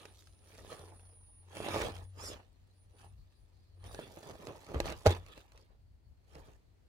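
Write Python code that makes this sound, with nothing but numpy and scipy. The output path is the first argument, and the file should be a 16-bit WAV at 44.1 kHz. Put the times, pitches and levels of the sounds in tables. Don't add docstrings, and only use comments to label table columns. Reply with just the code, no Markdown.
import sys
import numpy as np
from scipy import signal
from scipy.fft import rfft, irfft, next_fast_len
from scipy.io import wavfile
from scipy.ndimage import uniform_filter1d, map_coordinates

SR = 44100
rng = np.random.default_rng(int(sys.argv[2]) if len(sys.argv) > 2 else 0)


def to_wav(sig):
    pcm = np.clip(np.atleast_2d(sig), -1, 1) * 32767
    pcm = np.round(pcm).astype(np.int16)
    wavfile.write(sys.argv[1], SR, pcm.T)


N = 303716
TIME = np.arange(N) / SR

# (frequency [Hz], relative level per Hz [dB])
CRACK_COLOUR = [(400, -36), (1200, 0), (2700, -3), (4200, -0.5), (5200, -7), (6100, -4.5), (7200, -9.5),
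                (11000, -15.5), (16000, -30.5)]


def amp(db):
    return 10 ** (np.asarray(db) / 20)


def unit(x):
    return x / np.sqrt(np.mean(x ** 2) + 1e-20)


def along(points, hz):
    point_hz, values = np.transpose(points)
    return np.interp(np.log(hz + 1), np.log(point_hz + 1), values)


def wobble(rate):
    knots = rng.standard_normal(int(N * rate / SR) + 4)
    return map_coordinates(knots, [TIME * rate])


def filtered(x, response):
    size = next_fast_len(N + SR // 2)
    spectrum = rfft(x, size) * response(np.fft.rfftfreq(size, 1 / SR))
    return irfft(spectrum, size)[..., :N]


def through(x, kernel):
    return signal.fftconvolve(x, kernel[None] / np.linalg.norm(kernel), axes=1)[:, :N]


def coloured(x, spectrum):
    size = 4096
    cepstrum = irfft(np.log(amp(along(spectrum, np.fft.rfftfreq(size, 1 / SR)))))
    fold = np.r_[1, np.full(size // 2 - 1, 2), np.zeros(size // 2)]
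    return through(x, irfft(np.exp(rfft(cepstrum * fold))))


def spread(pair):
    # (frequency [Hz], left-right likeness [0 to 1])
    likeness = [(100, 0.65), (800, 0.72), (1500, 0.15), (5000, 0.3), (7500, 0.33), (13000, 0.1994)]

    def mix(hz):
        turn = np.arccos(np.clip(along(likeness, hz), 0, 1)) / 2
        return np.array([np.cos(turn), np.sin(turn)])

    mid, side = filtered(pair, mix)
    return np.array([mid + side, mid - side])


def grains(rate, scatter_db, bed):
    sizes = amp(scatter_db * np.minimum(rng.standard_normal(N), 2))
    hits = (rng.random(N) < rate / SR) * sizes
    crunch = np.convolve(hits, np.hanning(SR // 700), "same")
    return unit((unit(crunch) + bed) * rng.standard_normal((2, N)))


def patchy(x, depth_db):
    tiles = signal.stft(x, nperseg=512)[2]
    field = rng.standard_normal(tiles.shape[1:])
    for axis, size in [(0, 3), (0, 2), (1, 7), (1, 5)]:
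        field = uniform_filter1d(field, size, axis)
    shifted = tiles * amp(depth_db * unit(field))
    return unit(signal.istft(shifted, nperseg=512)[1][:, :N])


def swell(start, hold, rise, fall, db):
    before = np.maximum(start - TIME, 0) / rise
    after = np.maximum(TIME - start - hold, 0) / fall
    return amp(db) * 10 ** -np.minimum(before + after, 10)


def swells(rows, *slopes):
    return np.sqrt(sum(swell(*row[:-1], *slopes, row[-1]) ** 2 for row in rows))


def add(track, s, sound):
    room = track[..., round(s * SR):][..., :sound.shape[-1]]
    room += sound[..., :room.shape[-1]]


def ring(t, scatter_db, damping):
    # (frequency [Hz], relative level [dB], time to fall 60 dB at damping 1 [s])
    shell_modes = [(165, -17.5, 0.12), (345.8, -9, 0.18), (450, -2, 0.062), (557, 2.5, 0.039),
                   (624, 4, 0.039), (815, -6, 0.082), (940, -19, 0.11), (1179, -15.5, 0.13),
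                   (1434, -24, 0.051)]
    hz, db, t60 = np.transpose(shell_modes)[:, :, None]
    strengths = db + scatter_db * rng.standard_normal(hz.shape)
    gains = amp(strengths - 60 * t * damping / t60)
    return np.sum(gains * np.sin(2 * np.pi * hz * t), axis=0)


def rattled(x):
    # (frequency [Hz], width [Hz], relative level [dB])
    part_modes = [(1145, 72, 0), (1276, 93, 1.5), (1652, 47, 2), (1775, 190, 0.5), (2220, 93, -2.5),
                  (2320, 69, 2), (2596, 260, 1.5), (3340, 880, -1), (4650, 1900, -15), (5840, 150, -13.5)]
    hz, width, db = np.transpose(part_modes)[:, :, None]
    t = TIME[:SR // 16]
    fade = width * np.exp(-np.pi * width * t)
    signs = np.resize([1, -1], hz.shape)
    return through(x, np.sum(amp(db) * fade * np.cos(2 * np.pi * hz * t) * signs, axis=0))


def ticks():
    ticks_per_s, scatter_db, decay_s = 30, 4, .001
    sizes = amp(scatter_db * np.clip(rng.standard_normal(N), -2, 1.5))
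    hits = (rng.random(N) < ticks_per_s / SR) * sizes
    snaps = signal.fftconvolve(hits, np.exp(-TIME[:SR // 100] / decay_s))[:N]
    return unit(coloured(snaps * rng.standard_normal((2, N)), CRACK_COLOUR))


def tyres():
    # (start [s], hold [s], rise [s], fall [s], scrub level [dB], rattle level [dB], sand level [dB])
    scrapes = [(0.0, 0.062, .05, 0.12, -60.5, -65, -72.5), (0.165, 0.042, 0.13, 0.17, -73.5, -79, -69),
               (0.533, 0.26, 0.19, 0.2, -63.5, -68, -70), (0.72, 0.017, 0.037, 0.027, -51, -54, -62.5),
               (0.746, 0.024, .04, 0.41, -56, -68.5, -69.5), (1.553, 0.037, 0.073, .1, -50.5, -56, -64),
               (1.646, .1, 0.073, 0.15, -41.5, -51, -61.5), (1.746, .11, .06, 0.085, -38, -45, -54.5),
               (1.954, 0.017, 0.022, 0.11, -55, -63.5, -66),
               (2.993, 0.054, 0.087, 0.098, -64, -72.5, -76.5), (3.848, 0.14, 0.078, 0.092, -60, -68, -82),
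               (4.013, .035, 0.13, 0.088, -53.5, -59, -73.5), (4.23, 0.083, 0.029, 0.061, -61, -74, -69),
               (4.848, 0.076, 0.025, 0.041, -42.5, -50.5, -61.5),
               (5.059, 0.054, 0.011, 0.083, -39, -46, -57), (5.291, 0.11, .1, 0.134, -64.5, -66, -75),
               (5.56, 0.05, 0.29, 0.14, -69.5, -75, -81), (6.346, 0.17, 0.15, 0.11, -68, -74, -77.5)]
    roll = [(3.87, 1.166, .065, 0.35, -62.5, -68.5, -70)]
    faint_rubbing = [(0.0, 3.6, .12, 0.47, -86.5, -86.5, -90)]
    spin = [(2.197, 0.14, 0.045, .1, -52, -58, -73)]
    # (start [s], hold [s], level [dB])
    bumps = [(4.172, 0.012, -54.5), (4.265, 0.0041, -51), (4.3, 0.025, -47.5), (4.4, 0.042, -52.5),
             (4.478, 0.032, -46.5), (4.55, 0.013, -53.5), (4.69, 0.032, -48.5), (4.748, 0.024, -39),
             (5.365, 0.021, -59.5), (5.705, 0.023, -68), (6.36, 0.026, -54), (6.485, 0.011, -59)]
    # (frequency [Hz], relative level per Hz [dB])
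    slide_colour = [(25, -41), (70, -5.5), (140, -2), (250, -7.5), (430, -0.5), (650, -4.5), (850, -4.5),
                    (1150, -9), (1500, -14.5), (2500, -22), (6000, -56)]
    # (frequency [Hz], relative level per Hz [dB])
    flop_colour = [(25, -42), (70, 1), (140, 1.5), (240, -6), (430, 1.5), (650, -4.5), (880, -8),
                   (1150, -12), (1500, -17.5), (2500, -24), (6000, -48)]
    # (frequency [Hz], relative level per Hz [dB])
    grit_colour = [(800, -26.5), (2000, -13.5), (3500, -2.5), (5000, -1), (7000, -4), (10000, -6.5),
                   (13000, -10.5), (16000, -15.5)]
    scrub_trim_db, rattle_trim_db, sand_trim_db = 1.0, 0.5, 4
    bump_rise_s, bump_fall_s, bump_rattle_db, tick_db = 0.024, 0.053, -16, -11

    work = np.array([*scrapes, *roll, *faint_rubbing, *spin])
    rubbing, shaking, crushing = (swells(np.column_stack([work[:, :4], db])) for db in work[:, 4:].T)
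    bumping = swells(bumps, bump_rise_s, bump_fall_s)
    grip_db = 1.4 * wobble(70)

    slips = grains(rate=600, scatter_db=1.5, bed=1.0)
    shaken_shell = through(slips, ring(TIME[:SR // 8], scatter_db=2, damping=1))
    scrub = patchy(coloured(slips, slide_colour) + 0.13 * shaken_shell, depth_db=3.0)
    scrub = scrub * rubbing * amp(scrub_trim_db)

    flops = coloured(grains(rate=560, scatter_db=1.9, bed=1.0), flop_colour)
    flops = patchy(flops, depth_db=1.0) * bumping

    parts = patchy(rattled(grains(rate=600, scatter_db=1, bed=1.0)), depth_db=4.0)
    rattle = parts * np.hypot(shaking, amp(bump_rattle_db) * bumping) * amp(rattle_trim_db)

    sand = coloured(grains(rate=260, scatter_db=1.0, bed=1.0), grit_colour)
    sand = patchy(sand, depth_db=3.5) + amp(tick_db) * ticks()
    grit = sand * crushing * amp(sand_trim_db + wobble(55))
    return spread((scrub + flops + rattle + grit) * amp(grip_db))


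def whine(carrier_hz=9663, ripple_hz=172, ripple=0.15):
    # (start [s], hold [s], base level [dB])
    pushes = [(0.0, .12, -73), (.28, .32, -75), (.69, .2, -69), (.965, .45, -65.5), (1.58, .2, -61.5),
              (1.86, .1, -73), (2.055, .035, -70), (2.8, .03, -75), (2.97, .12, -74), (3.37, .07, -85),
              (3.855, .1, -68.5), (3.99, .05, -71)]
    rise_s, fall_s = .075, .055
    waver_db = 1.3
    phase = 2 * np.pi * np.cumsum(carrier_hz + 9 * wobble(70)) / SR
    flutter = (1 + ripple * np.sin(2 * np.pi * ripple_hz * TIME)) * amp(waver_db * wobble(30))
    return np.sqrt(2) * np.sin(phase) * flutter * swells(pushes, rise_s, fall_s)


def noise(spectrum):
    return coloured(rng.standard_normal((2, N)), spectrum)


def hum():
    # (time [s], base level [dB])
    hum_levels = [(0, -64), (.7, -66.5), (.82, -54.5), (1.3, -65.5), (1.65, -52.5), (2.25, -57),
                  (2.45, -73.5), (3.1, -60.5), (3.4, -73), (3.86, -54.5), (4.1, -67), (6.89, -83.5)]
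    centre_hz, waver_hz = 92, 2.0
    phase = 2 * np.pi * np.cumsum(centre_hz + waver_hz * wobble(12)) / SR
    level_db = np.interp(TIME, *np.transpose(hum_levels)) + 2.7 * wobble(12)
    return np.sqrt(2) * np.sin(phase) * amp(level_db)


def wind():
    # (frequency [Hz], relative level per Hz [dB])
    wind_colour = [(15, -51.5), (25, -23), (35, 1), (48, 2.5), (90, -3), (130, -12.5), (220, -26),
                   (600, -57)]
    # (start [s], hold [s], base level [dB])
    buffets = [(1.8, 0.09, -47), (2.27, 0.048, -52), (2.6, 0.031, -63), (3.13, 0.078, -58),
               (3.85, 0.036, -53.5), (4.77, 0.14, -45.5), (5.1, 0.12, -52), (5.57, .03, -58),
               (6.28, 0.14, -59)]
    rise_s, fall_s = .09, .17
    port_share, flutter_db = .35, 3
    rumble = spread(noise(wind_colour)) + port_share * noise(wind_colour)
    breeze = amp(-64.5 + 1 * wobble(4.91))
    strength = np.hypot(breeze, swells(buffets, rise_s, fall_s))
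    return rumble * strength * amp(flutter_db * wobble(18))


def still_air():
    # (frequency [Hz], relative level per Hz [dB])
    air_colour = [(88, -32.5), (150, -12), (279, -10.5), (948, -21), (1110, -24.5), (1540, -27.5),
                  (1830, -26), (7000, -36), (15500, -43)]
    return noise(air_colour) * amp(-75.0 + 1.4 * wobble(2.014))


def chirping():
    # (centre time [s], time from centre until the call's own swell falls to 37 % [s])
    call_times = [(2.742, 0.04), (3.2, 0.025), (3.356, 0.047), (3.546, 0.018), (3.673, 0.079)]
    calls = sum(np.exp(-((TIME - s) / half) ** 2) for s, half in call_times)
    band = noise([(3000, -32.5), (4200, -3.0), (4800, -6.5), (6000, -33)])
    return patchy(band, depth_db=4.0) * (calls + 0.33) * amp(-81.5)


def outdoors():
    return (hum() + wind()) * amp([[1.5], [-1.5]]) + still_air() + chirping()


def contacts():
    # (time [s], thud peak level [dB], crack level before a 2 dB cut [dB])
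    strikes = [(.054, -43, -39), (.272, -68, -49), (.587, -45, -48), (.648, -41, -54), (.728, -45, -43),
               (.995, -68, -55), (1.569, -34, -36), (1.603, -26, -47), (1.6855, -26, -31),
               (1.744, -23, -33), (1.754, -30, -31), (1.761, -20, -36), (1.803, -26, -36),
               (1.818, -27, -26), (1.92, -52, -44), (1.965, -54, -42), (2.333, -46, -40), (3.841, -47, -46),
               (3.946, -36, -36), (3.991, -28, -52), (4.172, -39, -49), (4.23, -42, -45), (4.354, -41, -50),
               (4.47, -35, -37), (4.666, -48, -45), (4.718, -35, -48), (4.745, -27, -40),
               (4.802, -18.5, -22), (4.857, -31, -33), (4.902, -33, -33), (4.923, -32, -34),
               (5.058, -22, -36), (5.0617, -12, -22), (5.0633, -10, -27), (5.068, -9, -16.5),
               (5.0745, -24, -23), (5.107, -25, -32), (5.149, -42, -40), (5.263, -54, -45),
               (5.285, -56, -50), (5.377, -47, -44), (5.52, -61, -51), (5.576, -60, -47), (6.353, -47, -46)]
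    crack_rise_s = .0003
    thuds, cracks, t = np.zeros(N), np.zeros((2, N)), TIME[:SR // 4]
    for s, thud_db, crack_db in strikes:
        thud = ring(t, scatter_db=4, damping=1.3)
        add(thuds, s, amp(thud_db) * thud / np.abs(thud).max())
        fade = np.exp(-t / 0.0015) + amp(-23.5) * np.exp(-t / 0.015)
        fade = fade * (1 - np.exp(-t / crack_rise_s))
        add(cracks, s, amp(crack_db - 2) * fade * rng.standard_normal((2, len(t))))
    return thuds + spread(coloured(cracks, CRACK_COLOUR) + .5 * rattled(cracks))


def gears():
    # (start [s], hold [s], rise [s], fall [s], level [dB])
    strains = [(1.56, .06, .05, .1, -60), (1.65, .025, .05, .08, -52), (4.03, .015, .04, .05, -60)]
    # (frequency [Hz], relative level per Hz [dB])
    housing_colour = [(1500, -36), (2400, -5), (2700, 14), (3000, -7), (3400, 11), (3800, -49), (4600, -60),
                      (9000, -69)]
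    rasp = coloured(grains(rate=1100, scatter_db=2.0, bed=0.61), housing_colour)
    return spread(rasp * swells(strains))


def skid():
    # (time [s], pitch of the lowest tone [Hz], base level [dB])
    squeal_path = [(2.16, 5050, -76), (2.2, 5080, -61), (2.215, 5200, -51), (2.235, 5800, -54),
                   (2.258, 5680, -53), (2.289, 4980, -46), (2.297, 5230, -51), (2.325, 5000, -62),
                   (2.36, 4950, -78)]
    # (start [s], hold [s], rise [s], fall [s], level [dB])
    hiss_peak = [(2.24, 0.039, 0.069, 0.085, -50.5)]
    # (frequency [Hz], relative level per Hz [dB])
    hiss_colour = [(700, -2), (1900, 15.5), (3500, -22), (4600, 11), (5400, 11.5), (7400, 11), (9000, 4),
                   (12000, 5.5), (14500, -3), (16000, -25.5)]
    roughness, flutter_db = .026, 2.5
    s, glide, squeal_db = np.transpose(squeal_path)
    pitch = np.interp(TIME, s, glide)
    pressure = amp(np.interp(TIME, s, squeal_db, -200, -200))
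    squeal = np.zeros((2, N))
    for ratio, db in [(1, 3), (1.33, -2.5), (1.69, -6)]:
        hz = ratio * pitch * (1 + roughness * np.array([wobble(2000), wobble(2000)]))
        tone = np.sin(2 * np.pi * np.cumsum(hz, axis=1) / SR)
        squeal += amp(db + flutter_db * wobble(180)) * tone
    hiss = coloured(grains(rate=1900, scatter_db=1.2, bed=0.9), hiss_colour)
    return spread(squeal * pressure + patchy(hiss, depth_db=5.0) * swells(hiss_peak))


def bounces():
    # (time [s], starting pitch [Hz], base level [dB])
    landings = [(4.753, 74, -26), (4.891, 65.3, -37.5), (5.068, 92, -14), (5.106, 94.2, -30)]
    attack_s, decay_s = .002, 0.029
    out, t = np.zeros(N), TIME[:SR // 2]
    sag = 1 - 0.081 * (1 - np.exp(-t / 0.22))
    for s, hz, db in landings:
        turns = hz * np.cumsum(sag) / SR
        fade = np.exp(-t / decay_s) * (1 - np.exp(-t / attack_s))
        add(out, s, amp(db) * np.sin(2 * np.pi * turns) * fade)
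    return out


def scene():
    # (time [s], delay of the left channel [samples])
    left_delay = [(0, 1.57), (1.2, 3.63), (1.8, 7.56), (3, 10.1), (4, 8.8), (5.1, 7.05), (5.7, 13.6),
                  (6.89, 12.5)]
    # (frequency [Hz], left minus right [dB])
    left_lean = [(60, 1), (200, -1.5), (500, -3.3), (1300, -3.8), (4000, -3), (15000, -3.8)]
    left, right = tyres() + gears() + skid() + contacts() + bounces()
    delay = np.interp(TIME, *np.transpose(left_delay))
    left = map_coordinates(left, [np.arange(N) - delay])
    truck = np.array([left, right]) + whine()
    truck = filtered(truck, lambda hz: amp(np.outer([.5, -.5], along(left_lean, hz))))
    return truck + outdoors()


def record(dry):
    low_cut_hz, top_hz = 36, 15850
    low_cut = signal.sosfilt(signal.butter(2, low_cut_hz, "highpass", fs=SR, output="sos"), dry)
    return filtered(low_cut, lambda hz: hz < top_hz)


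dry = scene()
out = record(dry)
to_wav(out)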